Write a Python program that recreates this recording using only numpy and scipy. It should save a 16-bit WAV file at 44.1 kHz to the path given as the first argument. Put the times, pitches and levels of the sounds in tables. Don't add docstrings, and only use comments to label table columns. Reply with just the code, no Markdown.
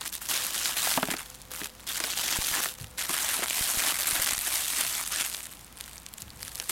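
import sys
import numpy as np
from scipy import signal
from scipy.fft import rfft, irfft, next_fast_len
from scipy.io import wavfile
from scipy.ndimage import uniform_filter1d, map_coordinates

SR = 44100
rng = np.random.default_rng(int(sys.argv[2]) if len(sys.argv) > 2 else 0)


def persist_wave(psi):
    counts = np.round(np.clip(psi, -1, 1) * 32767).astype(np.int16)
    wavfile.write(sys.argv[1], SR, np.atleast_2d(counts).T)


N = 295911

# (f/Hz, spectral density level/dB per Hz, relative)
FILM_COLOUR = [(88, -51), (150, -27), (259, -7.5), (484, -12.5), (637, -4.5), (888, -4.5), (1690, -0.5),
               (2870, 0.5), (3420, 2), (5150, 0), (8400, 0), (12700, -9), (14800, -13), (16000, -23)]


def amp(db):
    return 10 ** (np.asarray(db) / 20)


def unit(x):
    return x / np.sqrt(np.mean(x ** 2) + 1e-20)


def along(points, hz):
    f, v = np.transpose(points)
    return np.interp(np.log(hz + 1), np.log(f + 1), v)


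def wobble(rate):
    knots = rng.standard_normal(int(N * rate / SR) + 4)
    return map_coordinates(knots, [np.arange(N) * rate / SR])


def coloured(x, gain):
    n = x.shape[-1]
    m = 2 * next_fast_len(n // 2 + 4096)
    cepstrum = irfft(np.log(np.maximum(gain(np.fft.rfftfreq(m, 1 / SR)), 1e-5)), m)
    cepstrum[1:m // 2] *= 2
    cepstrum[m // 2 + 1:] = 0
    return irfft(rfft(x, m) * np.exp(rfft(cepstrum)), m)[..., :n]


def resonance(hz, centre, q):
    return 1 / np.sqrt(1 + (q * (hz / centre - centre / (hz + 1))) ** 2)


def add(track, s, sound):
    start = max(round(s * SR), 0)
    part = track[start:start + len(sound)]
    part += sound[:len(part)]


def bursts(count, crack_s, flutter_s, flutter_db):
    t = np.arange(SR // 160) / SR
    shape = np.exp(-t / crack_s) + amp(flutter_db) * np.exp(-t / flutter_s)
    return shape * rng.standard_normal((count, len(t)))


def outdoors(hum_hz, hum_db, air_db):
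    # (f/Hz, spectral density level/dB per Hz, relative)
    air_colour = [(20, -12), (60, -5), (200, -6), (400, -14.5), (700, -13.5), (1000, -12.5), (1600, -16),
                  (16000, -26.5)]
    air = unit(coloured(rng.standard_normal(N), lambda hz: amp(along(air_colour, hz))))
    hum_phase = 2 * np.pi * np.cumsum(hum_hz + 3.13 * wobble(7.6)) / SR
    hum = np.sqrt(2) * np.sin(hum_phase)
    return amp(air_db + 0.36 * wobble(2.7)) * air + amp(hum_db + 0.83 * wobble(3.75)) * hum


def draught():
    rumble = coloured(rng.standard_normal(N), lambda hz: resonance(hz, centre=35, q=0.2) ** 2)
    return amp(-70.0 + 5.1 * wobble(4.33)) * unit(rumble)


def strokes():
    # (start t/s, length t/s, level/dB, swell from start to end/dB,
    # stiff tape re level/dB, thin film re level/dB), the shares before trims in crinkle()
    stroke_table = [(0, 0.018, -35, -1, -0.5, -4), (0.04, 0.036, -38.5, -1, -8.5, -1),
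                    (0.114, 0.044, -36, -2, -12, -1), (.198, 0.093, -41, 2, -6, 3),
                    (0.281, 0.27, -31, -8, -6, -1.5), (0.534, .15, -29.5, 4, -8.5, -5.5),
                    (.685, 0.072, -34, -5, -4.5, -1), (0.754, .17, -29, 2, -6.5, 0.5),
                    (.928, 0.043, -32, 3, -5.5, -0.5), (0.986, .11, -40, -3, 0.5, 3),
                    (1.092, 0.024, -34, 0, -3, 1), (1.154, 0.059, -39, -2, -2, -1),
                    (1.24, 0.14, -49, -1, -7.5, -1), (1.5, 0.16, -41, 1, -4, 2),
                    (1.751, .11, -54, 5.5, -2, -1), (1.858, .12, -33.5, 1, -6.5, -1.5),
                    (1.992, .14, -32.5, 4, -8.5, -4), (2.147, 0.19, -29.5, 5, -5.5, -3.5),
                    (2.345, 0.18, -30.5, 1, -7, -1), (2.519, 0.075, -30, 1, -1.5, -2),
                    (2.609, 0.098, -32.5, -11, -6.5, 1), (2.763, 0.076, -47, 3, -6, 0),
                    (2.971, 0.11, -33, -8, -5.5, -2.5), (3.08, .27, -30.5, 4, -4.5, -1.5),
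                    (3.353, 0.099, -32, 1, -3, -2.5), (3.464, .18, -30.5, 4, -6, -1),
                    (3.651, .11, -30.5, 1, -6, 0), (3.763, 0.15, -28, 1, -4, -1),
                    (3.927, .11, -31, 2, -4.5, 0), (4.047, 0.2, -29.5, -1, -4.5, 0.5),
                    (4.253, 0.082, -28.5, -3, -5.5, -2.5), (4.342, 0.21, -32.5, 7, -4.5, 1),
                    (4.541, 0.21, -30.5, -2, -7.5, -2), (4.744, 0.068, -29.5, 4, -7, -1),
                    (4.82, 0.21, -32, -3, -6, -1), (5.045, 0.066, -38, 1, -7, 2),
                    (5.103, 0.11, -30, 4, -6.5, -6), (5.229, 0.41, -43.5, -23.5, -7, 0.5),
                    (5.76, 0.21, -49.5, -0.5, -5.5, -1), (6.162, 0.052, -48, 3.5, -17, -1),
                    (6.359, 0.12, -47, 12, -6.5, 0.5), (6.505, 0.18, -45, 2.5, -7.5, 1),
                    (6.681, 0.018, -30.5, -2, -6.5, 2)]
    # one level/dB each for whole, stiff tape, thin film
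    rest_db = [-58.5, -65.5, -56]
    attack_s, release_s = .018, .027
    thin_fall = 0.045

    power = np.ones((3, N)) * amp(rest_db)[:, None] ** 2
    for start, length, db, swell_db, tape_db, thin_db in stroke_table:
        age = np.arange(int((length + 6 * release_s) * SR)) / SR
        growth_db = swell_db * (np.minimum(age / length, 1) - .5)
        attack = np.sin(np.pi / 2 * np.minimum(age / attack_s, 1)) ** 2
        release = np.exp(-np.maximum(age - length, 0) / release_s)
        envelope = amp(db + growth_db) * attack * release
        for track, share_db in zip(power, (0, tape_db, thin_db - thin_fall * growth_db)):
            add(track, start, (envelope * amp(share_db)) ** 2)

    whole, tape, thin = 10 * np.log10(power)
    level_db = whole + 0.65 * wobble(30)
    tape_share_db = tape - whole + 1.0 * wobble(17)
    thin_share_db = thin - whole + 0.5 * wobble(17)
    return level_db, tape_share_db, thin_share_db


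def swarm(rate, spread_db, flutter_db):
    low_hz, high_hz, ring_s = 900, 13000, .0005
    times = np.flatnonzero(rng.random(N) < rate / SR)
    sizes = amp(spread_db * np.minimum(rng.standard_normal((len(times), 1)), 1))
    flutter_each_db = np.broadcast_to(flutter_db, N)[times, None]
    grains = bursts(len(times), crack_s=0.00024, flutter_s=0.0015, flutter_db=flutter_each_db)
    t = np.arange(grains.shape[1]) / SR
    pitch = np.exp(rng.uniform(np.log(low_hz), np.log(high_hz), (len(times), 1)))
    ring_gain = np.sqrt(pitch / ((low_hz + high_hz) / 2))
    ring = ring_gain * np.sin(2 * np.pi * pitch * t) * np.exp(-t / ring_s)
    places = times[:, None] + np.arange(len(t))
    return unit(np.bincount(places.ravel(), (sizes * (grains + ring)).ravel(), N)[:N])


def creases(effort, sharp_db, slide_db, even_s):
    fine = swarm(3200 * effort, spread_db=1, flutter_db=-6 + 8 * np.log10(effort))
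    runs = amp(2.5 * wobble(30) - .2 * sharp_db)
    sharp = swarm(230 * runs * effort ** .6, spread_db=2.8, flutter_db=-17)
    sharp = unit(coloured(sharp, lambda hz: 1 + 0.027 * resonance(hz, centre=1700, q=1.0)))
    slide = rng.standard_normal(N) * np.sqrt(effort)
    total = fine + amp(sharp_db) * sharp + amp(slide_db) * slide
    span = max(int(even_s * SR), 2)
    power = uniform_filter1d(uniform_filter1d(total ** 2, span), span)
    return total / np.sqrt(np.abs(power) + 1e-12)


def facets(x, depth_db, life_s, width_hz):
    hz, t, z = signal.stft(x, SR, nperseg=256)
    where = np.meshgrid(hz / width_hz, t / life_s, indexing="ij")
    field = map_coordinates(rng.standard_normal((64, 1024)), where, mode="wrap")
    depth = depth_db / (1 + hz[:, None] / 6000)
    return signal.istft(z * amp(depth * field), SR, nperseg=256)[1][:N]


def crinkle():
    # (f/Hz, spectral density level/dB per Hz, relative)
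    bag_colour = [(88, -38), (150, -12), (354, -7.5), (448, -13), (649, -6.5), (1760, -0.5), (2100, -2.5),
                  (3100, 1.5), (7320, -1), (12900, -10.5), (16000, -17)]
    # (start t/s, end t/s)
    taut_spells = [(2.34, 2.43), (3.43, 3.51), (3.92, 4.12), (4.2, 4.4)]
    unwrap_s = 2.9

    level_db, tape_db, thin_db = strokes()
    effort = np.clip(amp(.8 * (level_db + 34)), .07, 1.5)
    t = np.arange(N) / SR
    taut = sum((t > start) & (t < end) for start, end in taut_spells)
    clicks = creases(effort, sharp_db=4.5 * taut, slide_db=-12, even_s=.055)
    clicks = facets(clicks, depth_db=3, life_s=.02, width_hz=300)
    outer = coloured(clicks, lambda hz: amp(along(bag_colour, hz)))
    inner = coloured(clicks, lambda hz: amp(along(FILM_COLOUR, hz)))
    wrap = np.where(t < unwrap_s, unit(outer), unit(inner))

    m = next_fast_len(N + SR // 10)
    hz, spectrum = np.fft.rfftfreq(m, 1 / SR), rfft(wrap, m)
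    above = lambda edge_hz: 1 - 1 / (1 + (hz / edge_hz) ** 6)
    part = lambda share: unit(irfft(spectrum * share, m)[:N])
    over_tape, over_bag = above(edge_hz=2460), above(edge_hz=10270)
    tape = amp(tape_db - 3.0) * part(1 - over_tape)
    bag = amp(-4.0) * part(over_tape - over_bag)
    thin = amp(thin_db - 3.5) * part(over_bag)
    return amp(level_db) * (tape + bag + thin)


def snaps():
    # (t/s, peak level before the common trim/dB, pitch f/Hz)
    snap_table = [(0.011, -17.5, 7750), (0.0777, -16.5, 9900), (0.1264, -24, 7130), (0.142, -38, 10300),
                  (0.6573, -6, 3160), (0.9395, -13, 2946), (1.1674, -16, 5040), (1.3023, -25, 7750),
                  (1.4173, -24.5, 7540), (1.6445, -16, 7010), (1.658, -17, 9380), (2.0022, -8, 6670),
                  (2.0392, -10, 3530), (2.982, -28, 9420), (3.0936, -12, 8520), (3.4306, -16, 3900),
                  (3.4855, -22, 8000), (3.7948, -10, 2280), (4.0703, -14, 3370), (4.2434, -15, 6440),
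                  (4.2618, -7.5, 3296), (4.2742, -8.5, 2890), (4.2926, -9, 3082), (4.3345, -13, 9000),
                  (4.3798, -13, 4227), (5.2103, -11.5, 4136), (5.1207, -17, 8450), (5.3472, -11, 3700),
                  (5.444, -22.5, 8000), (5.8094, -17, 8890), (5.84, -24, 3780), (5.9805, -23.5, 3830),
                  (6.0642, -18.5, 5250), (6.0868, -29.5, 3890), (6.1385, -16.5, 9550),
                  (6.1835, -24.5, 4080), (6.2205, -15.5, 7330), (6.3041, -25, 4020), (6.4296, -15.5, 3983),
                  (6.5556, -14.5, 9540), (6.5783, -23, 4455), (6.5996, -11.5, 3708)]
    trim_db = -2
    track = np.zeros(N)
    cracks = bursts(len(snap_table), crack_s=.0004, flutter_s=.002, flutter_db=-17)
    soft_top = lambda hz: 1 / (1 + (hz / 14000) ** 10)
    for (s, db, pitch), crack in zip(snap_table, cracks):
        tick = coloured(crack, lambda hz: resonance(hz, pitch, q=0.9) * soft_top(hz))
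        add(track, s, amp(db + trim_db) * tick / np.abs(tick).max())
    return track


def focus_motor(pitch_hz):
    # (start t/s, end t/s, amplitude level before its wavering/dB)
    run_table = [(0.247, 0.746, -60.5), (1.242, 3.099, -60.5), (6.35, 6.662, -62)]
    t = np.arange(N) / SR
    running = sum(amp(db) * np.clip(np.minimum(t - start, end - t) / 0.018, 0, 1)
                  for start, end, db in run_table)
    phase = 2 * np.pi * np.cumsum(pitch_hz + 9 * wobble(70)) / SR
    return running * amp(4.3 * wobble(11.1)) * np.sin(phase)


def knocks():
    # (t/s, slap level before its crack is added/dB, slap pitch f/Hz, slap decay t/s,
    # hollow boom peak level/dB)
    knock_table = [(0.872, -18.5, 1023, 0.002, -58), (0.975, -13.5, 921, 0.0061, -23),
                   (1.029, -14, 1250, 0.0028, -22), (1.085, -22.5, 882, 0.0028, -27),
                   (1.113, -31, 1700, .005, -29), (1.137, -20, 1761, 0.0034, -31),
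                   (1.6157, -22, 1976, 0.0012, -30), (2.002, -18, 2181, 0.0018, -35),
                   (2.04, -20.5, 1479, .0026, -36.5), (2.658, -17.5, 1477, 0.0027, -35.5),
                   (3.0945, -21, 1348, 0.0011, -32), (3.101, -29, 1300, 0.0017, -38),
                   (3.392, -37, 660, 0.015, -33), (3.422, -26, 801.6, 0.0058, -32.5),
                   (3.4303, -24.5, 1398, .0012, -40), (6.599, -26.5, 2300, 0.0035, -48),
                   (6.696, -22, 1893, 0.0015, -36)]
    # (f/Hz, relative level/dB, t60/s)
    box_modes = [(192, 2, 0.042), (264, -2.5, 0.095), (347, 3, 0.051), (432, -8, 0.16), (710, -11.5, 0.06),
                 (750, -1, 0.017)]
    track, t = np.zeros(N), np.arange(SR // 6) / SR
    for s, db, pitch, decay_s, boom_db in knock_table:
        contact = (1 - np.exp(-t / .0003)) * (np.exp(-t / decay_s) + amp(-21) * np.exp(-t / .014))
        panel = lambda hz: (resonance(hz, pitch, q=1.0) ** 2
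                            + amp(-0.5) * resonance(hz, centre=684, q=2.8) ** 2)
        slap = coloured(contact * rng.standard_normal(len(t)), panel)

        boom = np.zeros(len(t))
        for hz, level, t60 in box_modes:
            decay = amp(level + rng.normal(0, 4.3) - 60 * t / t60)
            cycles = hz * rng.normal(1, 0.045) * t + rng.random()
            boom += decay * np.sin(2 * np.pi * cycles)
        boom *= 1 - np.exp(-t / 0.0017)

        crack = np.exp(-t / .0017) * rng.standard_normal(len(t))
        crack = coloured(crack, lambda hz: resonance(hz, 2800, q=1.6))
        slap = slap / np.abs(slap).max() + amp(-4.5) * crack / np.abs(crack).max()
        add(track, s, amp(db) * slap + amp(boom_db) * boom / np.abs(boom).max())
    return track


def thumps():
    # (t/s, mid level/dB, side level/dB)
    thump_table = [(2.388, -19.5, -37), (2.514, -30, -53), (3.61, -25, -43), (3.773, -26.5, -25),
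                   (4.128, -28.5, -48), (4.195, -26.5, -55), (4.329, -31, -38), (4.379, -32, -27.5)]
    mid, side, t = np.zeros(N), np.zeros(N), np.arange(SR // 10) / SR
    u = t / 0.0049
    thump = (1 - u) * np.exp(-u) * (1 - np.exp(-t / 0.00036))
    cracks = bursts(len(thump_table), crack_s=.0004, flutter_s=.002, flutter_db=-20)
    cracks = coloured(cracks, lambda hz: amp(along(FILM_COLOUR, hz)))
    for (s, mid_db, side_db), crack in zip(thump_table, cracks):
        add(mid, s, amp(mid_db) * thump)
        add(mid, s, amp(-23.5) * crack / np.abs(crack).max())
        add(side, s, amp(side_db) * thump)
    return mid, side


def handling(pitch_hz):
    # (t/s, rumble level/dB, fade t/s)
    grip_table = [(2.808, -39, 0.058), (6.22, -48, 0.25)]
    strength, t = np.zeros(N), np.arange(SR) / SR
    for s, db, fade_s in grip_table:
        add(strength, s, amp(db) * (1 - np.exp(-t / 0.0017)) * np.exp(-t / fade_s))
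    rumble = coloured(rng.standard_normal(N), lambda hz: resonance(hz, pitch_hz, q=0.96) ** 2)
    return strength * unit(rumble)


def scene():
    # (f/Hz, side level re mid/dB)
    width = [(100, -30), (600, -20), (2000, -86), (4400, -54), (8100, -13), (13000, -36)]
    thump_mid, thump_side = thumps()
    motor = focus_motor(pitch_hz=508)
    near = crinkle() + snaps() + knocks() + handling(pitch_hz=84.4)
    mid = near + outdoors(hum_hz=57.3, hum_db=-59.5, air_db=-52.0)
    side_gain = amp(along(width, np.fft.rfftfreq(2 * N, 1 / SR)))
    side = irfft(1j * rfft(mid, 2 * N) * side_gain)[:N]
    mid = mid + thump_mid + motor
    side = side + thump_side + draught() + amp(-12.0) * motor
    return np.array([mid + side, mid - side])


def record(dry):
    top_hz = 16000
    rounded = dry / (1 + (dry / .38) ** 4) ** .25
    m = next_fast_len(N + SR // 10)
    passed = np.fft.rfftfreq(m, 1 / SR) < top_hz
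    return irfft(rfft(rounded, m) * passed, m)[:, :N]


dry = scene()
out = record(dry)
persist_wave(out)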